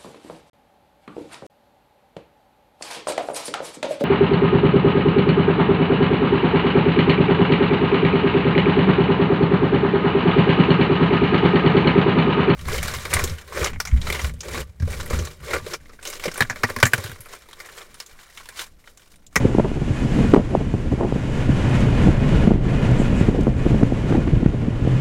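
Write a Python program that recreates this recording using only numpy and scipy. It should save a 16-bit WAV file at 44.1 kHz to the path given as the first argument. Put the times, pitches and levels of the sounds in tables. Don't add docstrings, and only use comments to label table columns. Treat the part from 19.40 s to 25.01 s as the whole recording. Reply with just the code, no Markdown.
import sys
import numpy as np
from scipy import signal
from scipy.fft import rfft, irfft
from scipy.io import wavfile
from scipy.ndimage import map_coordinates

SR = 44100
rng = np.random.default_rng(int(sys.argv[2]) if len(sys.argv) > 2 else 0)


def transcribe(u):
    v = np.clip(np.atleast_2d(u).T, -1, 1)
    q = np.round(v * 32767).astype(np.int16)
    wavfile.write(sys.argv[1], SR, q)


N = 247342
TIME = np.arange(N) / SR
FREQS = np.maximum(np.fft.rfftfreq(N, 1 / SR), 1)


# t/s, level/dB
ROAD_LEVEL = [(0, -17), (0.42, -34.5), (0.8, -22), (1.05, -26.5), (1.35, -28.5), (2.0, -24.5),
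              (2.45, -20.5), (3.5, -21.5), (4.7, -22), (5.25, -23.5)]
# f/Hz, relative level/dB
RUMBLE_TONE = [(30, -36), (70, -15), (100, 0.5), (160, -3.5), (215, -2), (280, -7), (335, -13.5),
               (430, -12.5), (540, -15), (800, -25), (2000, -41), (6000, -110)]
def tyre_rumble(air_db, usual_air_db=-43):
    patches = undb(0.5 * np.tanh(walk(32)))
    body = unit(through(noise() * patches, colour(RUMBLE_TONE)))
    gust_db = 0.7 * (air_db - usual_air_db)
    return undb(curve(ROAD_LEVEL) - 1 + gust_db) * body


# middle t/s, length/s, boost/dB
RUTS = [(0.81, 0.033, 5), (2.11, 0.065, 7.5), (2.41, 0.16, 7), (2.88, 0.058, 3.5), (3.31, 0.032, 7),
        (3.53, 0.047, 10.5), (4.78, 0.028, 14), (5.55, 0.061, 13.5)]
def cabin_boom():
    boom = wander(ringing(hz=126.2, width_hz=23.8), share=0.029, rate=5.9)
    return undb(curve(ROAD_LEVEL) - 4 + swells(RUTS)) * boom


# t/s, level/dB
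BOUNCE_LEVEL = [(0.05, -27), (0.55, -28), (0.83, -25.5), (1.1, -30), (1.95, -29.5), (2.25, -22.5),
                (3.05, -19.5), (3.2, -22.5), (3.8, -25.5), (4.05, -22.5), (4.75, -30), (5.5, -27)]
def bounce():
    shudder = unit(band(noise(), 18, 55, low_order=2, high_order=3))
    return undb(curve(BOUNCE_LEVEL) + 1) * shudder


# middle t/s, length/s, level/dB, f/Hz above which the thud fades
STRONG_EDDIES = [(0.054, 0.0057, -5.5, 302), (.151, 0.0022, -7, 480), (.186, 0.0016, -3, 375),
                 (.200, 0.0061, -9.5, 546), (.253, 0.015, -18, 480), (.317, 0.0018, -13, 344),
                 (.372, 0.014, -19.5, 316), (.419, 0.0069, -19, 328), (.483, 0.0078, -18.5, 238),
                 (.511, 0.0061, -9, 207), (.623, 0.003, -15, 304), (.657, 0.0089, -11.5, 172),
                 (.79, 0.0048, -13.5, 380), (.81, 0.091, -17.5, 245), (.848, 0.0077, -11, 307),
                 (.903, .004, -15, 180), (.939, 0.0034, 1, 315), (.946, 0.0014, 1.5, 630),
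                 (.964, 0.004, -8, 560), (.978, 0.0056, -8.5, 290), (.98, 0.031, -21, 574),
                 (.999, 0.0032, -9, 276), (1.15, 0.033, -19, 340), (1.152, 0.00156, -4, 520),
                 (1.212, 0.015, -19.5, 410), (1.341, 0.00061, -2.5, 320), (1.526, 0.0086, -12.5, 280),
                 (1.539, 0.0023, -7.5, 240), (1.611, 0.0024, -14, 580), (1.633, 0.04, -18.5, 546),
                 (1.725, 0.00068, -5, 380), (1.763, 0.0077, -13, 305), (2.097, 0.01, -9, 209),
                 (2.685, 0.021, -7, 248), (3.04, 0.0021, -16, 400), (3.076, 0.003, -2.5, 320),
                 (3.083, 0.0033, -5, 200), (3.109, 0.0039, -8.5, 457), (3.118, 0.0019, -4, 380),
                 (3.141, .004, -10, 230), (3.16, 0.0035, -14, 318), (3.521, 0.0032, -6, 189),
                 (3.602, 0.0047, -6.5, 243), (3.62, .0015, -7.5, 310), (3.729, 0.0013, -4, 240),
                 (3.813, 0.0019, -2, 275), (3.889, 0.0085, -8, 263), (3.949, 0.0051, -18, 510),
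                 (3.99, 0.037, -16.5, 290), (3.993, 0.0017, -7, 245), (4.07, 0.0038, -10, 540),
                 (4.081, 0.0028, -8, 280), (4.265, 0.0085, -10, 325), (4.32, 0.022, -17.5, 310),
                 (4.346, 0.004, -10.5, 367), (4.415, 0.0063, -17, 420), (4.432, 0.0049, -3, 252),
                 (4.525, 0.0024, -10.5, 225), (4.713, 0.01, -10, 280), (4.725, 0.0018, -7.5, 440),
                 (4.752, 0.008, -12, 500), (4.775, 0.036, -21, 390), (4.784, 0.0032, -5, 200),
                 (4.877, 0.0022, -8.5, 262), (4.939, 0.011, -7, 151), (4.969, 0.0095, -9.5, 173),
                 (5.031, 0.007, -10.5, 232), (5.064, 0.0015, 1, 169), (5.143, 0.01, -18.5, 295),
                 (5.285, 0.008, -11, 240), (5.476, 0.0037, -7, 310)]
def wind_thuds(core_s=0.0045):
    out = np.zeros(N)
    t = np.arange(-4096, 4096) / SR
    for s, length, db, hz in STRONG_EDDIES + weak_eddies():
        swirl = thud_tone(kicks(t, 0.69 * length), hz)
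        core = thud_tone((t == 0) * rng.choice([-1., 1.]), hz)
        share = np.exp(-length / core_s)
        eddy = np.sqrt(share) * core + np.sqrt(1 - share) * swirl
        eddy = eddy / np.sqrt(np.sum(eddy ** 2))
        gain = undb(db) * np.sqrt(length * SR)
        add(out, s + t[0] - .5 / hz, gain * eddy)
    return out


def weak_eddies(per_s=9, length_s=0.0083, db=-19, hz=198):
    return [((k + .5 + .5 * late) / per_s, length_s * 2 ** stretch,
             db + 5.5 * size, hz * 2 ** (0.32 * pitch))
            for k, (late, size, pitch, stretch) in enumerate(rng.uniform(-1, 1, (64, 4)))]


def kicks(t, spread_s, per_s=550):
    at = (np.arange(-128, 128) + rng.random(256)) / per_s
    size = rng.choice([-1., 1.], len(at)) * undb(2.97 * noise(len(at)))
    fade = np.exp(-.5 * (at / spread_s) ** 2)
    return np.histogram(at, len(t), (t[0], t[-1]), weights=size * fade)[0]


def thud_tone(x, hz, opening_hz=1250):
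    x = butter(butter(x, hz, "low", order=1), hz, "low", order=2)
    x = band(x, 0.36 * hz, opening_hz, low_order=2, high_order=3)
    return x / np.sqrt(np.sum(x ** 2))


# t/s, peak level/dB
CRACKLES = [(0.2, -21), (0.247, -25), (.939, -15), (0.963, -20), (1.635, -28), (3.814, -30), (4.433, -20),
            (4.726, -21), (4.754, -21), (4.878, -22), (5.062, -24)]
def wind_crackles():
    out = np.zeros(N)
    t = np.arange(-1024, 1024) / SR
    for s, db in CRACKLES:
        crack = band(kicks(t, spread_s=0.002), 950, 1800, low_order=2, high_order=3)
        add(out, s + t[0], undb(db) * crack / np.max(abs(crack)))
    return out


def wind_flutter(db=-31, patchy_db=6):
    flaps = noise() * undb(patchy_db * np.tanh(walk(38)))
    return undb(db) * unit(band(flaps, 210, 262, low_order=2, high_order=3))


# t/s, level/dB
AIR_LEVEL = [(0.03, -43), (0.29, -48.5), (0.785, -40.5), (0.91, -42.5), (1.03, -48.5), (1.55, -49),
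             (2.02, -42.5), (2.28, -38.3), (2.42, -38.5), (2.52, -40.5), (2.65, -36.5), (2.75, -42.5),
             (3.02, -37.5), (3.19, -51.5), (3.3, -41.5), (3.45, -39), (3.7, -42), (3.81, -40.5), (3.9, -45),
             (4.15, -48.5), (4.23, -43.5), (4.42, -46), (4.51, -47), (4.73, -42.5), (4.86, -46.5),
             (5.2, -50), (5.58, -43.5)]
# f/Hz, relative level/dB
RUSH_TONE = [(150, 23), (400, 7.5), (700, 4.5), (1030, 5.5), (1270, 1), (1950, 2.5), (2400, -1),
             (3000, -2.5), (4100, -10.5), (5300, -15), (7300, -15.5), (8500, -21.5), (10000, -23.5),
             (12000, -32), (15000, -52)]
# f/Hz, base width/Hz, relative level/dB
GAP_NOTES = [(1420, 76, 5), (1704, 107, 0), (2200, 61, 1.5), (2462, 78, 4.5), (2896, 290, -0.5)]
# t/s, boost/dB
TREBLE_BOOST = [(0, 4), (1.5, 3.5), (2.7, 0), (3.4, -0.3), (4.2, 2.5), (5.3, 0.5)]
def window_rush(air_db, grains_per_s=2500, grit_db=-9):
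    grain_db = 4 * np.minimum(rng.exponential(size=N), 4)
    grit = unit(noise() * (rng.random(N) < grains_per_s / SR) * undb(grain_db))
    hiss = through(noise() + undb(grit_db) * grit, colour(RUSH_TONE))
    for hz, width_hz, db in GAP_NOTES:
        ring = through(noise(), colour(RUSH_TONE) * resonance(hz, 1.32 * width_hz) ** 2)
        hiss += undb(db + 1.4 * walk(5.7)) * wander(ring, share=0.00696, rate=4.88)
    hiss *= undb(0.95 * walk(19))
    hiss /= np.std(through(hiss, (FREQS > 2200) & (FREQS < 4000)))
    treble = through(hiss, 1 / (1 + (4800 / FREQS) ** 6))
    return undb(air_db + 0.5) * (hiss - treble + undb(curve(TREBLE_BOOST)) * treble)


# middle t/s, length/s, level/dB
WHISTLE_GUSTS = [(2.33, .06, -42), (2.57, 0.098, -47), (2.824, 0.015, -36.5), (3.0, 0.032, -47),
                 (3.386, .025, -45), (3.767, .04, -42)]
def gap_whistle():
    swell = swells([(s, length, undb(db)) for s, length, db in WHISTLE_GUSTS])
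    return swell * ringing(hz=2492, width_hz=50)


# middle t/s, length/s, level/dB
EDGE_HISSES = [(0.1, 0.071, -58), (2.4, .025, -52), (3.605, 0.033, -46.5), (3.785, 0.041, -48.5)]
def edge_hiss():
    swell = swells([(s, length, undb(db)) for s, length, db in EDGE_HISSES])
    return swell * unit(through(noise(), resonance(hz=7300, width_hz=2000) ** 2))


# t/s, peak level/dB
STONE_HITS = [(2.295, -36), (2.405, -35), (2.807, -41), (3.303, -42.5), (3.512, -33), (4.008, -34),
              (4.033, -38), (4.185, -41), (4.433, -37)]
def stone_ticks(decay_s=0.0042):
    out = np.zeros(N)
    t = np.arange(2048) / SR
    for s, db in STONE_HITS:
        burst = noise(len(t)) * np.exp(-t / decay_s)
        tick = band(burst, 3500, 7700, low_order=2, high_order=3)
        add(out, s, undb(db) * tick / np.max(abs(tick)))
    return out


def undb(db):
    return 10 ** (np.asarray(db) / 20)


def unit(x):
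    return x / np.sqrt(np.mean(x ** 2))


def noise(count=N):
    return rng.standard_normal(count)


def walk(rate):
    return unit(through(noise(), np.exp(-(FREQS / rate) ** 2) * (FREQS > 1)))


def wander(x, share, rate):
    position = np.arange(N) + np.cumsum(share * walk(rate))
    return map_coordinates(x, [position], order=1, mode="mirror")


def colour(points):
    hz, db = np.transpose(points)
    return undb(np.interp(np.log(FREQS), np.log(hz), db))


def resonance(hz, width_hz):
    return 1 / (1 + 1j * (FREQS ** 2 - hz ** 2) / (FREQS * width_hz))


def ringing(hz, width_hz):
    ring = signal.hilbert(unit(through(noise(), resonance(hz, width_hz) ** 2)))
    return unit(ring.real / np.sqrt(1 + abs(ring) ** 2))


def through(x, response):
    return irfft(rfft(x) * response, N)


def butter(x, hz, kind, order):
    return signal.sosfilt(signal.butter(order, hz, kind, fs=SR, output="sos"), x)


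def band(x, low_hz, high_hz, low_order, high_order):
    return butter(butter(x, low_hz, "high", low_order), high_hz, "low", high_order)


def curve(table):
    return np.interp(TIME, *np.transpose(table))


def swells(table):
    return sum(height * np.exp(-((TIME - s) / length) ** 2) for s, length, height in table)


def add(out, s, x):
    at = int(s * SR) + np.arange(len(x))
    inside = (at >= 0) & (at < N)
    out[at[inside]] += x[inside]


def scene():
    air_db = curve(AIR_LEVEL)
    car = bounce() + tyre_rumble(air_db) + cabin_boom() + stone_ticks()
    window = window_rush(air_db) + edge_hiss() + gap_whistle()
    wind = wind_flutter() + wind_thuds() + wind_crackles()
    return (car + window + wind)[None]


def record(dry, top_hz=15700):
    treble_cut = signal.ellip(8, .2, 70, top_hz, fs=SR, output="sos")
    return signal.sosfilt(treble_cut, np.clip(dry, -1, 1))


dry = scene()
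out = record(dry)
transcribe(out)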